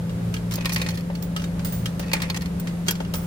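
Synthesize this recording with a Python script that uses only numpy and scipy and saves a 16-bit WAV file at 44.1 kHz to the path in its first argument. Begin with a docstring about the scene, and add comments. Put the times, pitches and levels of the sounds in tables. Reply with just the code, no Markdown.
"""Outdoors, at a steel vending machine: coins are pushed into its slot, close to a phone.
They tap and scrape at the slot, then crack and roll down a chute in the hollow cabinet: struck modes
under coloured noise bursts. A gate clacks, the panel thuds and loose coins chink in the hand.
The cooling compressor hums in wavering sines, a low drone comes and goes, filtered noise rumbles."""
import sys
import numpy as np
from scipy import signal
from scipy.fft import rfft, irfft
from scipy.io import wavfile
from scipy.ndimage import uniform_filter1d

SR = 44100
rng = np.random.default_rng(int(sys.argv[2]) if len(sys.argv) > 2 else 0)


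def wrap_up_sound(samples):
    """Save the sound to the file named by the first command line argument, as 16-bit audio."""
    columns = np.atleast_2d(samples).T
    # keep every value between -1 and 1, then stretch to whole-number steps
    tamed = np.clip(columns, -1, 1)
    steps = np.round(tamed * 32767).astype(np.int16)
    wavfile.write(sys.argv[1], SR, steps)


N = 143766
RING_T = np.arange(SR // 2) / SR  # time axis of every struck sound, half a second long
CRACK_T60_S = 0.043  # dying time of the crack on chute and slot
CHUTE_PAN_DB, SLOT_PAN_DB, COIN_PAN_DB = -1, -0.5, -2  # left minus right


def undb(db):
    """Gain of a level in dB."""
    return 10 ** (np.asarray(db) / 20)


def on_log(points, hz):
    """Read (Hz, value) points on a log-frequency axis."""
    point_hz, value = np.array(points).T
    return np.interp(np.log(np.maximum(hz, 1)), np.log(point_hz), value)


def noise(colour, size, tilt_db=0):
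    """Two unrelated noises in one colour, tilted in dB per octave above its first point; joint rms 1."""
    hz = np.maximum(np.fft.rfftfreq(size, 1 / SR), 1)
    octaves = np.log2(np.maximum(hz, colour[0][0]))
    shape = undb(on_log(colour, hz) + tilt_db * octaves)
    x = irfft(rfft(rng.standard_normal((2, size))) * shape, size)
    return x / x.std()


def walk(rate):
    """Slow random wander with a spread near 1: held random steps, smoothed twice."""
    step = int(SR / rate)
    held = np.repeat(rng.standard_normal(N // step + 1), step)
    smooth = uniform_filter1d(uniform_filter1d(held, step), step)
    return smooth[:N] * np.sqrt(2)


def fade(t60):
    """Quick rise and exponential decay."""
    attack_s = 0.00084
    rise = 1 - np.exp(-RING_T / attack_s)
    return rise * np.exp(-np.log(1000) * RING_T / t60)


def burst(colour, t60, tilt_db=0):
    """A crowd of close resonances dying away together, with a new random ripple for each blow."""
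    ripple_db, ripple_hz = 3.4, 170  # depth, spacing
    size = len(RING_T)
    knots = np.arange(0, SR / 2, ripple_hz)
    ripple = np.interp(np.fft.rfftfreq(size, 1 / SR), knots, rng.standard_normal(len(knots)))
    x = irfft(rfft(noise(colour, size, tilt_db)) * undb(ripple_db * ripple), size)
    return x / x.std() * fade(t60)


def ring(modes, tilt_db=0, spread=0.0048, favoured_hz=None):
    """Struck modes; each blow weights them anew, most of all near the frequency that its spot favours."""
    favour_db, favour_octaves, scatter_db = 7.5, 0.15, 2
    hz, db, t60 = np.array(modes).T
    if favoured_hz:
        db = db + favour_db * np.exp(-(np.log2(hz / favoured_hz) / favour_octaves) ** 2)
    gains = undb(db + tilt_db * np.log2(hz) + scatter_db * rng.standard_normal(len(hz)))
    gains = gains * np.sqrt(2 / np.sum(gains ** 2))
    hz = hz * (1 + spread * rng.standard_normal(len(hz)))
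    out = 0
    for f, gain, decay in zip(hz, gains, t60):
        phase = rng.random((2, 1))  # in turns, unrelated left and right
        out = out + gain * fade(decay) * np.sin(2 * np.pi * (f * RING_T + phase))
    return out


def chatter(bodies, length, rate, scatter_db):
    """Random tiny contacts, shared among several ringing spots; rms 1 over the length."""
    x = 0
    for body in bodies:
        chance, size = rng.random(len(RING_T)), rng.standard_normal(len(RING_T))
        touches = chance < rate / len(bodies) / SR
        contacts = touches * undb(scatter_db * size) * (RING_T < length)
        x = x + signal.fftconvolve(contacts[None], body, axes=1)
    return x * np.sqrt(2 * length * SR / (np.sum(x ** 2) + 1e-12))


def add(out, start, x, pan_db=0):
    """Mix a sound in at its time, leaning left by pan_db."""
    i = int(start * SR)
    out[:, i:i + x.shape[1]] += x[:, :N - i] * undb(np.array([[pan_db], [-pan_db]]) / 2)


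# colour of metal edge on metal, in snaps and scrapes [f/Hz, level/dB per Hz]
EDGE_COLOUR = [(400, -2), (2000, 2), (4500, 2.5), (7000, 3), (9500, -6), (13000, -1.5), (16000, -9.5)]


def snap(tilt_db):
    """The first instant of metal touching metal: noise that dies within a few milliseconds."""
    snap_db, snap_s = -2, 0.00086  # level, time constant
    return undb(snap_db) * noise(EDGE_COLOUR, len(RING_T), tilt_db) * np.exp(-RING_T / snap_s)


# coin blows on the chute [t/s, level/dB, brightness/dB per octave, extra cabinet level/dB, favoured f/Hz]
CHUTE_BLOWS = [(0.608, -31.5, -4, -2, 2500), (0.647, -27.5, -4, -3, 2300), (.656, -18.5, 0, -7, 1080),
               (0.6938, -26, -1, 0, 2440), (0.7204, -26.5, -2, -10, 1960), (0.7606, -20, -1.5, -2, 1920),
               (0.796, -35.5, -4, 8, 2400), (0.816, -21.5, -1, -4.5, 2600), (0.8627, -25, -4, -1, 1970),
               (0.8875, -24.5, 0, -6, 4270), (0.906, -33.5, 3, -7, 3240), (0.9742, -32, 0.5, -5, 4270),
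               (2.1154, -27.5, -3.5, -13, 2550), (2.1326, -15, 3, -1, 2500), (2.151, -28, -6.5, -12, 2400),
               (2.166, -27.5, -4.5, -7, 1880), (2.2013, -31.5, -3, 0, 4930), (2.2189, -22.5, 1, 1, 1840),
               (2.2335, -30.5, -3.5, 3, 2200), (2.2994, -21.5, -2, -9, 4270), (2.3446, -28, -2.5, -1, 1950),
               (2.409, -36.5, 0, -7, 4270), (2.4195, -32.5, 3, -1, 1950), (2.458, -33.5, 0, -6, 2390)]
# chute modes [f/Hz, relative level/dB, t60/s]
CHUTE_RESONANCES = [(347, -12, 0.12), (862, -9, 0.074), (1085, -4.5, 0.061), (1294, -8.5, 0.04),
                    (1838, 4, 0.062), (1945, 2.5, 0.049), (2215, 0.5, 0.044), (2437, 0.5, 0.065),
                    (2508, -2.5, 0.055), (2750, -1, 0.044), (3260, -3, 0.055), (4275, 4, 0.044),
                    (4880, -2.5, 0.063), (11100, -13, .04)]
# colour of the crack on the chute [f/Hz, level/dB per Hz]
CHUTE_CRACK_COLOUR = [(300, -3), (900, -9.5), (2400, 0), (4800, 2), (7500, -7.5), (11000, -8), (16000, -10)]
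# colour of the hollow cabinet [f/Hz, level/dB per Hz]
CABINET_COLOUR = [(300, -17), (900, 1.5), (1500, -3), (2300, 6), (3500, -9), (4700, -10.5), (8000, -12),
                  (16000, -30)]


def chute():
    """A falling coin cracks against the chute, rings it and stirs the cabinet."""
    crack_db, modes_db, cabinet_base_db, cabinet_t60_s = 0.5, -0.5, -6, 0.17
    out = np.zeros((2, N))
    for start, db, tilt, cabinet_db, hz in CHUTE_BLOWS:
        crack = undb(crack_db) * burst(CHUTE_CRACK_COLOUR, CRACK_T60_S, tilt)
        modes = undb(modes_db) * ring(CHUTE_RESONANCES, tilt, favoured_hz=hz)
        cabinet = undb(cabinet_base_db + cabinet_db) * burst(CABINET_COLOUR, cabinet_t60_s)
        add(out, start, undb(db) * (snap(tilt) + crack + modes + cabinet), CHUTE_PAN_DB)
    return out


# coins rolling along the chute [t/s, length/s, level/dB, brightness/dB per octave]
ROLL_RUNS = [(0.564, 0.072, -41, -4.5), (0.667, .19, -42, 1), (.92, 0.088, -43, 2),
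             (2.014, 0.09, -41.5, -4), (2.141, 0.15, -42.5, -6)]
# modes of the ramp that the coins roll on [f/Hz, relative level/dB, t60/s]
RAMP_RESONANCES = [(1865, -1.5, .03), (2300, -3, 0.03), (2535, 2, 0.044), (4320, -8, .03)]


def rolls():
    """The rim bumps along the chute and keeps its ramp ringing."""
    bumps_per_s, scatter_db = 480, 2.5
    crack_db, crack_t60_s, ramp_db = 2, 0.023, -1.5
    out = np.zeros((2, N))
    for start, length, db, tilt in ROLL_RUNS:
        spots = [undb(crack_db) * burst(CHUTE_CRACK_COLOUR, crack_t60_s, tilt) for _ in range(2)]
        spots.append(undb(ramp_db) * ring(RAMP_RESONANCES, tilt))
        add(out, start, undb(db) * chatter(spots, length, bumps_per_s, scatter_db), CHUTE_PAN_DB)
    return out


# coin taps on the slot plate [t/s, level/dB, brightness/dB per octave, ring level/dB, favoured f/Hz]
SLOT_TAPS = [(0.0943, -40, -2.5, 0.5, 3120), (0.3405, -29.5, 2, 2.5, 2320), (0.3656, -35, -3, 5, 3150),
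             (0.5104, -31, 3.5, -10, 1540), (1.152, -37, 1, 1, 4450), (1.363, -26.5, 0.5, 2.5, 1300),
             (1.3954, -32.5, -5, -2, 2770), (1.4186, -35.5, -0.5, -11, 2780), (1.44, -32.5, 1, -9, 4420),
             (1.5932, -36, -2, -1.5, 2320), (1.8575, -26.5, 2, 3, 3150), (1.995, -30.5, -2, -5, 1540),
             (2.672, -29.5, -3, -12, 3150), (2.8829, -16.5, 2.5, -2.5, 2320), (2.9082, -28, -1, -14, 4420),
             (2.953, -35.5, -2, -1, 4420), (3.0025, -32.5, -4, -0.5, 3150), (3.048, -40.5, -3, 3, 3150),
             (3.139, -29, -2.5, 1.5, 1300)]
# slot plate modes [f/Hz, relative level/dB, t60/s]
SLOT_RESONANCES = [(1289, -9.5, 0.088), (1557, -10.5, 0.078), (2324, -4.5, 0.039), (2850, 0.5, 0.056),
                   (3196, -1, 0.045), (4420, -2, .03), (4880, -9, 0.053), (6140, -12, .04)]
# colour of the crack on the slot and of its plate [f/Hz, level/dB per Hz]
SLOT_COLOUR = [(300, 4), (900, -5), (1500, 3), (3200, -0.5), (6500, -3), (8500, -8.5), (13000, -16.5),
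               (16000, -10.5)]


def slot():
    """A held coin taps the slot: a snap and crack, plate modes and a longer noisy plate tail."""
    crack_db, plate_db, plate_t60_s = 2.5, -5.5, 0.15
    out = np.zeros((2, N))
    for start, db, tilt, ring_db, hz in SLOT_TAPS:
        crack = undb(crack_db) * burst(SLOT_COLOUR, CRACK_T60_S, tilt)
        modes = undb(ring_db) * ring(SLOT_RESONANCES, tilt, favoured_hz=hz)
        plate = undb(plate_db) * burst(SLOT_COLOUR, plate_t60_s)
        add(out, start, undb(db) * (snap(tilt) + crack + modes + plate), SLOT_PAN_DB)
    return out


# modes of the gate behind the slot, a coin jammed hard against it [f/Hz, level/dB, t60/s]
GATE_RESONANCES = [(1510, -8, 0.032), (1880, -9, 0.046), (3207, -4.5, 0.076), (3252, -0.5, 0.067),
                   (4970, -17, 0.046), (6450, -4, .035)]


def gate():
    """One hard clack that rings the gate, nearly in step at both ports."""
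    start_s, level_db, pan_db = 2.8832, -21.5, 12
    port_phase = np.array([[0], [.15]])  # turns, left and right
    out = np.zeros((2, N))
    clack = 0
    for hz, db, t60 in GATE_RESONANCES:
        turns = hz * RING_T + rng.random() + port_phase
        clack = clack + undb(db) * fade(t60) * np.sin(2 * np.pi * turns)
    add(out, start_s, undb(level_db) * np.sqrt(2) * clack, pan_db)
    return out


# coin edges sliding on metal [t/s, length/s, level/dB, brightness/dB per octave]
SCRAPE_RUNS = [(0.519, 0.045, -35.5, -1.5), (0.7232, 0.027, -28.5, 5.5), (0.897, .02, -42, 0),
               (2.359, .018, -30, -2), (2.863, 0.02, -36.5, -3), (3.136, 0.024, -32, 3.5)]


def scrapes():
    """A sliding rim catches and slips in a dense run of tiny ticks."""
    slips_per_s, scatter_db, slip_t60_s = 700, 3, 0.019
    out = np.zeros((2, N))
    for start, length, db, tilt in SCRAPE_RUNS:
        spots = [burst(EDGE_COLOUR, slip_t60_s, tilt) for _ in range(3)]
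        add(out, start, undb(db) * chatter(spots, length, slips_per_s, scatter_db), COIN_PAN_DB)
    return out


# dull knocks on the front panel [t/s, level/dB]
PANEL_KNOCKS = [(0.58, -28.5), (1.1, -27), (2.884, -31), (3.003, -25.5), (3.14, -31.5), (2, -30.5),
                (.657, -37), (2.134, -24), (1.996, -32)]
# front panel modes [f/Hz, relative level/dB, t60/s]
PANEL_RESONANCES = [(317, -14, .06), (562, 0.5, 0.079), (786, -3, 0.052), (897, 2, 0.048)]
# colour of the panel's body [f/Hz, level/dB per Hz]
PANEL_COLOUR = [(120, -9), (300, 0), (450, 1), (570, -3), (850, -7), (1300, -11), (3000, -16), (10000, -50)]


def thumps():
    """Now and then the whole front panel thuds: a few low modes and a short dull burst."""
    body_db, body_t60_s = -2.5, 0.047
    out = np.zeros((2, N))
    for start, db in PANEL_KNOCKS:
        body = undb(body_db) * burst(PANEL_COLOUR, body_t60_s)
        add(out, start, undb(db) * (ring(PANEL_RESONANCES) + body))
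    return out


# coins chinking together [t/s, tick level/dB, ring level/dB, ring time factor left by the fingers, pitch ratio]
COIN_CHINKS = [(0.5373, -22.5, -39, .4, 1), (0.556, -21.5, -37, .4, 1), (.781, -30, -48, .1, 1),
               (1.2238, -27.5, -33, 0.52, 1), (1.6469, -28, -26, .8, 1), (1.722, -38, -32, 1.3, 0.99),
               (1.994, -28.5, -34.5, 0.32, 1), (2.597, -50, -27, 0.18, .98), (2.908, -15, -20, 0.19, 0.82),
               (3.14, -35, -32, 1.6, 0.98)]
# modes of a coin at pitch ratio 1 and ring time factor 1 [f/Hz, relative level/dB, t60/s]
COIN_RESONANCES = [(6300, -22, 0.4), (9420, -15, 0.44), (15230, -1.5, 0.23), (15100, -8, 0.1),
                   (15440, -2, 0.2), (15500, 3.5, 0.2)]
# colour of coin striking coin [f/Hz, level/dB per Hz]
TICK_COLOUR = [(500, -18), (2000, -18), (5000, 2), (7000, 2), (9500, -10), (11500, 2), (12900, 2),
               (14000, 3), (16000, -5.5)]
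# colour of the many high overtones of a handful of coins [f/Hz, level/dB per Hz]
SHIMMER_COLOUR = [(1000, 1.5), (4000, -5), (6500, -4.5), (9400, -3.5), (11000, -10), (14500, -9),
                  (15300, -4), (16000, -0.5)]


def chinks():
    """Coin meets coin: a bright tick, two slightly unlike rings and a shimmer, damped by the fingers."""
    size_spread, second_coin_db, tick_t60_s = 0.002, -10, 0.03
    shimmer_db, shimmer_t60_s = -3.5, 0.36  # time at ring time factor 1
    out = np.zeros((2, N))
    for start, tick_db, ring_db, free, pitch in COIN_CHINKS:
        modes = [(hz * pitch, db, t60 * free) for hz, db, t60 in COIN_RESONANCES]
        first = ring(modes, spread=size_spread)
        second = undb(second_coin_db) * ring(modes, spread=size_spread)
        shimmer = undb(shimmer_db) * burst(SHIMMER_COLOUR, shimmer_t60_s * free)
        tick = undb(tick_db) * burst(TICK_COLOUR, tick_t60_s)
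        add(out, start, tick + undb(ring_db) * (first + second + shimmer), COIN_PAN_DB)
    return out


# left minus right of the sounds that pass through ports() [f/Hz, level/dB]
PORT_BALANCE = [(500, 2), (1100, 4), (2000, 1.5), (4000, -4), (12000, -0.5)]


def ports(x):
    """Part of the sound comes straight, left port first; the middle range leans left, the treble right."""
    direct_share, direct_lag_s = 0.32, 0.0002103  # amplitude share and delay at the right port
    hz = np.fft.rfftfreq(N, 1 / SR)
    left, scattered = rfft(x)
    direct = left * np.exp(-2j * np.pi * hz * direct_lag_s)
    right = direct_share * direct + np.sqrt(1 - direct_share ** 2) * scattered
    lean_db = on_log(PORT_BALANCE, hz)
    return irfft(np.array([left, right]) * undb(np.array([lean_db, -lean_db]) / 2), N)


# compressor lines [f/Hz, level/dB rms before waver and lean, waver share]
HUM_LINES = [(171.8, -28.5, 0.037), (191.3, -40.5, 0.28), (275.5, -50.5, 0.55), (402, -58, 0.57),
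             (427.5, -57, 0.54), (513.6, -51, 0.46), (571, -57.5, 0.42), (859, -63, 1)]


def compressor():
    """Wavering motor lines that reach the left port a little sooner and lean left."""
    port_lag_s, drift_hz = 0.00017, 0.599
    t = np.arange(N) / SR + np.array([[port_lag_s], [0]])
    out = 0
    for hz, db, waver in HUM_LINES:
        level = undb(db) * (1 + waver * walk(8.94))
        drift = drift_hz * np.cumsum(walk(4.06)) / SR
        out = out + level * np.sin(2 * np.pi * (hz * t + drift + rng.random()))
    return np.sqrt(2) * out * undb(np.array([[.6], [-.6]]))


# level of the low drone [t/s, level/dB rms before waver]
DRONE_LEVEL = [(0, -35), (.85, -33), (1, -49), (1.62, -43), (1.84, -29.5), (2, -46.5)]


def drone():
    """A low tone under the hum that comes and goes, its pitch and level wandering."""
    drone_hz, waver_share = 112.7, 0.43
    t = np.arange(N) / SR
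    drift = np.cumsum(walk(3.97)) / SR  # the pitch wanders by about 1 Hz
    tone = np.sin(2 * np.pi * (drone_hz * t + drift))
    level = undb(np.interp(t, *np.array(DRONE_LEVEL).T))
    return np.sqrt(2) * tone * level * (1 + waver_share * walk(8.94))


# colour of the outdoor rumble [f/Hz, level/dB per Hz]
OUTDOOR_COLOUR = [(8, -35), (20, -13), (40, -8.5), (65, -1.5), (100, -2.5), (140, -3), (220, -8),
                  (320, -15), (550, -15.5), (800, -23), (1500, -27), (3000, -33.5), (6000, -39),
                  (12000, -40.5), (16000, -49.5)]
# likeness of the two channels in the rumble [f/Hz, likeness 0-1]
CHANNEL_LIKENESS = [(100, 0.99), (250, 0.99), (500, 0.16), (1500, 0)]


def outdoors():
    """Distant rumble, alike in both channels in the bass, with a faint wide hiss."""
    rumble_db, swell_db = -32.5, 0.62
    alike = np.clip(on_log(CHANNEL_LIKENESS, np.fft.rfftfreq(N, 1 / SR)), 0, 1)
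    widths = np.sqrt([(1 + alike) / 2, (1 - alike) / 2])
    mid, side = irfft(rfft(noise(OUTDOOR_COLOUR, N)) * widths, N)
    return np.array([mid + side, mid - side]) * undb(rumble_db + swell_db * walk(5.32))


def scene():
    """Coins, machine and surroundings together."""
    machine = chute() + rolls() + slot() + thumps()
    coins = scrapes() + chinks()
    return ports(machine + coins) + gate() + compressor() + drone() + outdoors()


def record(dry):
    """The phone cuts the top: a steep low-pass."""
    top_hz = 15900
    return signal.sosfilt(signal.ellip(10, .2, 80, top_hz, fs=SR, output="sos"), dry)


dry = scene()
out = record(dry)
wrap_up_sound(out)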